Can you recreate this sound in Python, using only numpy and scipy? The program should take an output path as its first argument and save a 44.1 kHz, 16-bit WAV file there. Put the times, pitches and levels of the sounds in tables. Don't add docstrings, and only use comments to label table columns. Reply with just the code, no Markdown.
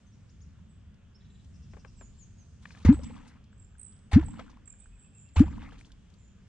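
import sys
import numpy as np
from scipy import signal
from scipy.io import wavfile
from scipy.ndimage import uniform_filter1d, map_coordinates

SR = 44100
rng = np.random.default_rng(int(sys.argv[2]) if len(sys.argv) > 2 else 0)


def volts_from_decibels(level):
    exponent = np.asarray(level, float) / 20
    return 10 ** exponent


def master_out(mix):
    frames = np.transpose(np.atleast_2d(mix))
    ceiling = np.clip(frames, -1, 1)
    pcm = np.round(ceiling * 32767).astype(np.int16)
    wavfile.write(sys.argv[1], SR, pcm)


N = 285762


def rms_one(x):
    return x / np.sqrt(np.mean(x ** 2) + 1e-20)


def at_hz(points, hz):
    curve_hz, value = np.transpose(points)
    return np.interp(np.log(hz), np.log(curve_hz), value)


def add(out, start_s, sound, pan_db=0, lag_s=0):
    for channel, side in enumerate([1, -1]):
        i = round((start_s + side * lag_s / 2) * SR)
        out[channel, i:i + len(sound)] += sound[:N - i] * volts_from_decibels(side * pan_db / 2)


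def seconds(length_s):
    return np.arange(int(length_s * SR)) / SR


def sine(pitch_hz):
    return np.sin(2 * np.pi * np.cumsum(pitch_hz) / SR)


def filtered_noise(count, cutoff_hz, kind="low"):
    sos = signal.butter(2, cutoff_hz, kind, fs=SR, output="sos")
    return signal.sosfilt(sos, rng.standard_normal(count))


def drift(rate_hz):
    knots = rng.standard_normal(int(N / SR * rate_hz) + 3)
    return map_coordinates(knots, [np.arange(N) / SR * rate_hz], order=2)


def peak_db(peak_s, level_db, rise, fall):
    t = np.arange(N) / SR - peak_s
    return level_db - np.where(t < 0, -rise * t, fall * t)


def louder(*levels_db):
    return np.maximum.reduce(np.broadcast_arrays(*levels_db))


# pitch_hz, likeness (1 = the same)
EAR_LIKENESS = [(60, 0.92), (160, 0.93), (440, 0.078), (1210, 0.71), (3290, 0.59), (8940, -0.29)]


def banded_noise(spectrum, patchy_db, flicker_hz, near):
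    edges = 22 * 2 ** np.arange(0, 9.4, 1 / 3)
    white = rng.standard_normal((2, 2, N))
    for k, (low, high) in enumerate(zip(edges, edges[1:])):
        sos = signal.butter(2, [low, high], "band", fs=SR, output="sos")
        mid, side = signal.sosfilt(sos, white[k % 2])
        hz = np.sqrt(low * high)
        alike = np.clip(near + (1 - near) * at_hz(EAR_LIKENESS, hz), -1, 1)
        gain = volts_from_decibels(at_hz(spectrum, hz) + patchy_db * drift(flicker_hz))
        yield hz, gain * (np.sqrt(1 + alike) * mid + np.sqrt(1 - alike) * side * [[1], [-1]])


def bank_echo(x, t60, gap_s):
    t = np.arange(SR) / SR
    response = rng.standard_normal((2, SR)) * volts_from_decibels(-60 * t / t60) * np.clip(t / gap_s, 0, 1) ** 2
    response = response / np.sqrt(np.sum(response[0] ** 2))
    return signal.fftconvolve(x.mean(axis=0)[None], response, axes=1)[:, :N]


# start_s, rocking level_db, far engine level_db
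CALM = [(0.0, -66, -55), (0.5, -63, -51.5), (1.06, -63, -55.5), (1.64, -66, -49.5), (1.99, -52.5, -52),
        (2.38, -62, -53.5), (2.8, -68.5, -51.5), (3.75, -59.5, -57), (4.1, -67, -55), (4.66, -62, -56.5),
        (4.93, -55.5, -57.5), (5.3, -71, -54.5), (5.96, -61.5, -55), (6.48, -67, -55.5)]
# rocking level_db, churning level_db, churning fall (dB per s)
WAKES = [
    (-50.5, -38, 70),
    (-48.5, -35, 106),
    (-44, -35.5, 76),
]


def rocking_and_engine_levels():
    rise, rock_fall = 299, 31
    start_s, *calm = np.transpose(CALM)
    rocking_db, engine_db = (np.interp(np.arange(N) / SR, start_s, db) for db in calm)
    for (shut_s, *_), (rock_db, churn_db, churn_fall) in zip(BUBBLES, WAKES):
        rocking_db = louder(rocking_db, peak_db(shut_s + .09, rock_db, rise, rock_fall))
        engine_db = louder(engine_db, peak_db(shut_s + .068, churn_db, rise, churn_fall))
    return rocking_db, engine_db


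# pitch_hz, level (dB per Hz)
AIR_COLOUR = [(15, -50), (25, -12.5), (86, -9), (114, -16), (211, -18), (245, -28.5), (364, -23.5),
              (455, -27), (767, -33.5), (1650, -32.5), (1970, -36.5), (4040, -34.5), (6160, -32.5),
              (7700, -28.5), (9390, -68), (12200, -97), (20700, -120)]
# start_s, change in level_db
LEAF_BREEZE = [(0, 0), (.5, -1), (.7, -5), (1.1, -5), (1.5, 2), (2, 3), (2.9, 1), (3.4, -4), (5.2, -5),
               (5.8, -1), (6.48, -1)]


def air():
    bands = list(banded_noise(AIR_COLOUR, patchy_db=1.3, flicker_hz=12, near=0))
    ranges_hz = [(0, 60), (60, 250), (250, 3200), (3200, SR)]
    rocking, engine, hush, leaves = (
        rms_one(sum(band for hz, band in bands if low < hz < high)) for low, high in ranges_hz)
    rocking_db, engine_db = rocking_and_engine_levels()
    leaves = signal.sosfilt(signal.butter(8, 8500, fs=SR, output="sos"), leaves)
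    leaves_db = -76.5 + np.interp(np.arange(N) / SR, *np.transpose(LEAF_BREEZE))
    return volts_from_decibels(rocking_db) * rocking + volts_from_decibels(engine_db) * engine + volts_from_decibels(-70.5) * hush + volts_from_decibels(leaves_db) * leaves


def trills(table, swing_hz, pan_db):
    out = np.zeros((2, N))
    for start_s, length_s, trough_hz, beats, level_db in table:
        t = seconds(length_s)
        up = 1 - np.abs(np.cos(np.pi * beats * t))
        edges = np.clip(t / .004, .1, 1) ** 2 * np.clip((length_s - t) / .012, 0, 1)
        shape = edges * volts_from_decibels(-20 * np.minimum(2 * up, 1))
        base = trough_hz * (1.025 - .06 * t / length_s - .06 * np.exp(-t / .0045))
        pitch = base + swing_hz * (1 - .3 * t / length_s) * up ** .75
        add(out, start_s, volts_from_decibels(level_db) * shape * sine(pitch), pan_db)
    return out


# start_s, first pitch_hz, middle pitch_hz, last pitch_hz, level_db
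CHIPS = [(.06, 6230, 6200, 6540, -71), (0.122, 5060, 5770, 5840, -69.5), (.135, 7000, 6900, 6900, -81),
         (0.217, 7700, 7700, 7000, -81), (.29, 3410, 6500, 7100, -67), (0.406, 4650, 6800, 6670, -66),
         (0.419, 4300, 5500, 5970, -69), (1.143, 4600, 5420, 5160, -63), (3.518, 7200, 7800, 7430, -71.5),
         (4.80, 3670, 3650, 3710, -77)]
# start_s, length_s, first pitch_hz, last pitch_hz, level_db
FALLING_SONG = [
    (1.96, .125, 7900, 6500, -59),
    (2.175, .08, 7700, 6050, -58),
    (2.37, .065, 6900, 5900, -63),
]


def whistles():
    notes = [(start_s, .031, *rest) for start_s, *rest in CHIPS]
    for start_s, length_s, first, last, level_db in FALLING_SONG:
        notes.append((start_s, length_s, first, (first + last) / 2, last, level_db))
    for k in range(6):
        notes.append((4.688 + .11 * k, .072, 2150 + 55 * k / 2, 2480 + 55 * k, 2150, -74.5 + .7 * k))
    out = np.zeros((2, N))
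    for start_s, length_s, first, middle, last, level_db in notes:
        u = np.linspace(-1, 1, int(length_s * SR))
        pitch = middle + u * (last - first) / 2 + u ** 2 * ((first + last) / 2 - middle)
        add(out, start_s, volts_from_decibels(level_db) * (1 - u ** 2) * sine(pitch), rng.normal(0, 4.5))
    return out


# start_s, first pitch_hz, top pitch_hz, level_db
SWOOP_CALLS = [
    (2.918, 4600, 8690, -51),
    (3.032, 3860, 8550, -55),
]


def swoops():
    out, length_s = np.zeros((2, N)), .05
    t = seconds(length_s)
    for start_s, first, top, level_db in SWOOP_CALLS:
        pitch = top - (top - first) * np.exp(-t / .007) - 22000 * t
        add(out, start_s, volts_from_decibels(level_db) * np.sin(np.pi * t / length_s) * sine(pitch), -2.5)
    return out


# first start_s, gap_s, number of notes, pitch_hz, level_db
BUZZY_PHRASES = [
    (1.215, .0465, 5, 3680, -75),
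    (1.555, .083, 5, 5420, -72),
    (1.995, .1, 1, 5500, -76),
]


def buzzes():
    out, t = np.zeros((2, N)), seconds(.036)
    split = .07 * np.sin(np.pi * t / t[-1])
    for start_s, gap_s, count, hz, level_db in BUZZY_PHRASES:
        for k in range(count):
            voices = sine(hz * (1 + split)) + sine(hz * (1 - split)) + .6 * sine(np.full(len(t), hz / 2))
            wobble = uniform_filter1d(rng.standard_normal(len(t)), size=24)
            rasp = 1 + 3.5 * uniform_filter1d(wobble, size=24)
            sound = volts_from_decibels(level_db) * np.hanning(len(t)) ** .4 * rasp * voices
            add(out, start_s + gap_s * k - .018, sound, 3)
    return out


# start_s, length_s, trough pitch_hz, beats per s, level_db
NEAR_TRILLS = [(3.577, .082, 7450, 41.5, -59), (3.781, .112, 7950, 57, -46), (4.195, .03, 7400, 45, -63),
               (4.241, .078, 7700, 43, -52), (4.655, .084, 7400, 41, -50), (4.785, .066, 7800, 50, -54)]
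DISTANT_TRILLS = [(4.983, 0.063, 7670, 71.5, -53), (5.135, 0.1, 7310, 62.3, -51),
                  (5.335, 0.048, 7340, 52.7, -46)]
WEAK_TRILLS = [(.68, 0.053, 7770, 60, -64.5), (1.29, 0.07, 7300, 53, -67), (4.72, 0.15, 6480, 53, -77),
               (4.93, 0.087, 7670, 210.6, -63.5), (6.17, 0.12, 7100, 53, -63)]


def birds():
    near = trills(NEAR_TRILLS, 1400, -14.5) + whistles() + swoops() + buzzes()
    far = trills(DISTANT_TRILLS, 1620, -7.5) + trills(WEAK_TRILLS, 698, -10)
    near_echo = volts_from_decibels(-4) * bank_echo(near, t60=.5, gap_s=.006)
    far_echo = bank_echo(far, t60=.45, gap_s=.004)
    flutter = volts_from_decibels(1.5 * drift(150))
    return flutter * (near + volts_from_decibels(-7) * far) + (near_echo + far_echo) * volts_from_decibels(np.array([[-2], [2]]))


# start_s, peak level_db, left-right balance (dB)
GEAR_TICKS = [(0.3027, -70, -2.5), (0.405, -63, -2.0), (0.9428, -65, 9), (1.1313, -74, 1), (1.446, -59, 7),
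              (3.4407, -60, -4), (3.717, -79, 5.5), (3.924, -59.5, 2), (3.9644, -65, 7.5), (3.9898, -63, 5),
              (4.8601, -74, 10), (5.289, -60, 6), (5.919, -49.5, -0.5), (6.101, -62, 10), (6.1394, -65, 21)]


def ticks():
    out, t = np.zeros((2, N)), seconds(.02)
    for start_s, level_db, pan_db in GEAR_TICKS:
        noise = filtered_noise(len(t), [3000, 6500], "band")
        add(out, start_s, volts_from_decibels(level_db + 3) * noise * np.exp(-t / .004), pan_db)
    return out


# start_s, peak level_db, left-right balance (dB), thud level_db
BOAT_TAPS = [(1.734, -58, 9, 5), (1.767, -59, 9, 5), (1.848, -46, 9, -8), (2.010, -57, 8, 6),
             (2.655, -39, 6, -30), (2.706, -49, 8, -24), (2.749, -52, 10, -16), (2.775, -55, 5, -8),
             (4.677, -62, 8, -12)]
# pitch_hz, level_db
WOOD_RING = [(1130, 2), (1704, 8), (2390, 4), (2900, -6)]


def taps():
    out, t = np.zeros((2, N)), seconds(.1)
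    for start_s, level_db, pan_db, thud_db in BOAT_TAPS:
        ring = 0
        for hz, ring_db in WOOD_RING:
            fade = volts_from_decibels(ring_db - 3.5 + rng.normal(0, 1.7) - 60 * t / .012)
            ring = ring + fade * np.sin(2 * np.pi * hz * rng.normal(1, .036) * t)
        click = volts_from_decibels(-6) * filtered_noise(len(t), [900, 3500], "band") * np.exp(-t / .003)
        thud = volts_from_decibels(thud_db + 12) * filtered_noise(len(t), [150, 1100], "band") * np.exp(-t / .011)
        add(out, start_s, volts_from_decibels(level_db) * (1 - np.exp(-t / .0006)) * (ring + click + thud), pan_db)
    return out


def droplet(hz, cycles, rise):
    turns = np.arange(int(cycles * SR / hz)) * hz / SR
    return np.minimum(turns, 1) * volts_from_decibels(-60 * turns / cycles) * sine(hz * (1 + rise * turns / cycles))


# start_s, peak level_db, pitch_hz, left-right balance (dB)
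BIG_DROPS = [(2.883, -30.5, 908, -2), (2.927, -35, 964, 6), (2.992, -38, 548, 5), (3.098, -44.5, 500, 6),
             (3.163, -43.5, 1140, 7), (3.529, -51.5, 1590, 1), (3.753, -58, 1620, 16),
             (4.119, -31.5, 797, 2.5), (4.131, -36.5, 1446, 1), (4.229, -38, 915, 5), (4.284, -42, 875, 5),
             (4.339, -45, 999, 3), (4.393, -37, 646, 6), (4.48, -47, 1480, 1.0), (4.496, -47, 1100, -7),
             (4.571, -47.5, 1060, 5), (4.739, -55, 1676, 1.0), (4.858, -48.5, 1560, 0.0),
             (5.366, -28.5, 903, 1), (5.427, -43.5, 610, -6.5), (5.48, -37.5, 980, 5.5),
             (5.58, -40.5, 1020, 3), (5.62, -43, 1640, -5), (5.659, -47, 1260, 1.0),
             (5.721, -44.5, 1670, -6), (5.811, -44, 2340, 9), (5.848, -46, 3300, 4),
             (5.904, -52.5, 1575, -1), (5.934, -63.5, 1020, 1)]


def drops():
    out, t = np.zeros((2, N)), seconds(.01)
    for start_s, level_db, hz, pan_db in BIG_DROPS:
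        add(out, start_s, volts_from_decibels(level_db) * droplet(.9 * hz, 21, .64), pan_db)
        tick = filtered_noise(len(t), 4000)
        add(out, start_s, volts_from_decibels(level_db - 10) * tick * np.exp(-t / .002), pan_db)
    return out


# first touch start_s, tearing level_db, patter level_db
TORN_WATER = [
    (2.847, -35.5, -57),
    (4.114, -36.5, -57),
    (5.359, -35.5, -57),
]
PATTER_END = [
    3.34,
    4.53,
    5.76,
]
# start_s, level_db below 3 kHz, level_db above
SPRAY_HANDFULS = [(2.884, -34.5, -60), (2.928, -48, -61.5), (3.035, -66, -61), (3.165, -63, -76),
                  (3.276, -63, -64.5), (4.394, -46.5, -67.5), (4.5, -63, -69.5), (4.136, -31.5, -49),
                  (5.385, -34, -52), (5.61, -55.5, -74), (5.725, -57, -70.5), (5.785, -64, -63),
                  (5.851, -69, -67)]


def spray_levels():
    t = np.arange(N) / SR
    dribble = np.interp(t, [2.58, 2.63, CAVITIES[0][0]], [-30, -3, 0], -60, -60)
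    dull_db, bright_db = -67 + dribble, -70 + dribble
    clumps_db = 1.95 * drift(22)
    for (touch_s, tear_db, patter_db), end_s, (entry_s, *_) in zip(TORN_WATER, PATTER_END, CAVITIES):
        tear = tear_db + np.interp(t, [touch_s - .002, touch_s, entry_s], [-90, -15, 0])
        since = np.clip(t - entry_s, 0, None)
        lull = np.where(since < .2, -1.5, 0)
        patter = patter_db + clumps_db + lull - 14.5 * since
        patter = patter - 230 * np.clip(t - end_s, 0, None) - 99 * (t < entry_s)
        dull_db = louder(dull_db, tear - 188.5 * since, patter)
        bright_db = louder(bright_db, tear - 13.5 - 328.5 * since, patter - 16)
    for start_s, low_db, high_db in SPRAY_HANDFULS:
        shape = peak_db(start_s, 0, rise=2500, fall=401)
        dull_db, bright_db = louder(dull_db, low_db + shape), louder(bright_db, high_db + shape)
    return dull_db, bright_db + 8


# pitch_hz, level (dB per Hz)
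SPRAY_TONE = [(290, -45.5), (500, -4), (671, -28), (778, -11), (1110, -5), (1380, -9.5), (2260, -8.5),
              (5470, -14.5), (7350, -16), (9390, -27.5), (12200, -78), (20700, -120)]


def spray():
    dull_db, bright_db = spray_levels()
    hiss = 0
    for hz, band in banded_noise(SPRAY_TONE, patchy_db=3, flicker_hz=52, near=.61):
        share = np.clip(np.log2(hz / 1800) / 1.3, 0, 1)
        hiss = hiss + band * volts_from_decibels((1 - share) * dull_db + share * bright_db)
    crowd = np.zeros((2, N))
    for when, pitch, size, side in rng.random((1500, 4)):
        bubble = droplet(680 * 5 ** pitch, 24, .4) * volts_from_decibels(15 * size ** 2)
        add(crowd, when * N / SR, bubble, 2 + 6 * (side - .5))
    balance = volts_from_decibels(np.array([[1.2], [-1.2]]))
    crackle = volts_from_decibels(2.4 * drift(250))
    crowd_db = np.minimum(dull_db, -50) - 2.5
    return balance * crackle * volts_from_decibels(13) * hiss + volts_from_decibels(crowd_db) * rms_one(crowd)


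# entry start_s, first pitch_hz, climb (Hz per s), level_db, growth_s
CAVITIES = [
    (2.8503, 60.5, 768, -10.5, .0125),
    (4.1317, 69.6, 843, -12.0, .0052),
    (5.3655, 73.6, 359, -12.7, .0081),
]
# start_s, first pitch_hz, last pitch_hz, climb_s, level_db
BUBBLES = [
    (2.8894, 168, 302.6, .0134, -.5),
    (4.1585, 121, 333.5, .0137, 15.1),
    (5.4030, 152, 319.2, .0078, 3.1),
]
# slap level_db, bubble growth_s, bubble decay_s
STROKE_MANNER = [
    (-14, .0017, .0185),
    (-27.5, .03, .0086),
    (-29.5, .0034, .0089),
]
# pitch_hz, level_db, time to fall 60 dB (s)
HULL_BOOM = [
    (39.3, -31, 0.43),
    (68, -23.5, 0.4),
    (92.65, -25, 0.25),
]


def plops():
    out, t = np.zeros((2, N)), seconds(.5)
    for cavity, bubble, (slap_db, swell_s, decay_s) in zip(CAVITIES, BUBBLES, STROKE_MANNER):
        entry_s, hum_hz, climb, hum_db, growth_s = cavity
        shut_s, low_hz, high_hz, glide_s, bubble_db = bubble
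        closed = np.clip(t - (shut_s - entry_s), 0, None)
        hum_shape = (1 - np.exp(-t / growth_s)) * np.exp(-closed / .011)
        add(out, entry_s, -volts_from_decibels(hum_db) * hum_shape * sine(hum_hz + climb * t), -.7, .0005)
        slap = np.exp(-(t / .0057) ** 2) * sine(np.full(len(t), 240))
        add(out, entry_s, -volts_from_decibels(slap_db) * slap, 1.5)
        burst = np.clip((.06 - t) / .008, 0, 1)
        bubble_shape = (1 - np.exp(-t / swell_s)) * np.exp(-t / decay_s) * burst
        pitch = high_hz - (high_hz - low_hz) * np.exp(-t / glide_s)
        add(out, shut_s, -volts_from_decibels(bubble_db) * bubble_shape * sine(pitch), 1.6)
        for hz, level_db, t60 in HULL_BOOM:
            boom = np.sin(2 * np.pi * (hz * rng.normal(1, .013) * t + rng.random()))
            boom_shape = volts_from_decibels(.8 + level_db - 60 * t / t60) * (1 - np.exp(-t / .014))
            add(out, shut_s, boom_shape * boom, -1, .0008)
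    return out


def scene():
    background = air()
    bird_song = birds()
    left, right = background + ticks() + volts_from_decibels(3.5) * taps() + drops() + spray()
    around_boat = [np.roll(left, 2), right]
    strokes = plops()
    thin = signal.sosfilt(signal.butter(2, 130, "high", fs=SR, output="sos"), strokes)
    echo = volts_from_decibels(-26) * bank_echo(thin, t60=.79, gap_s=.17)
    return strokes + echo + around_boat + bird_song


def band_limit(x):
    return signal.sosfilt(signal.butter(12, 14200, fs=SR, output="sos"), x)


def record(dry):
    dull = signal.sosfilt(signal.butter(2, 12500, fs=SR, output="sos"), dry)
    return band_limit(dull)


dry = scene()
out = record(dry)
master_out(out)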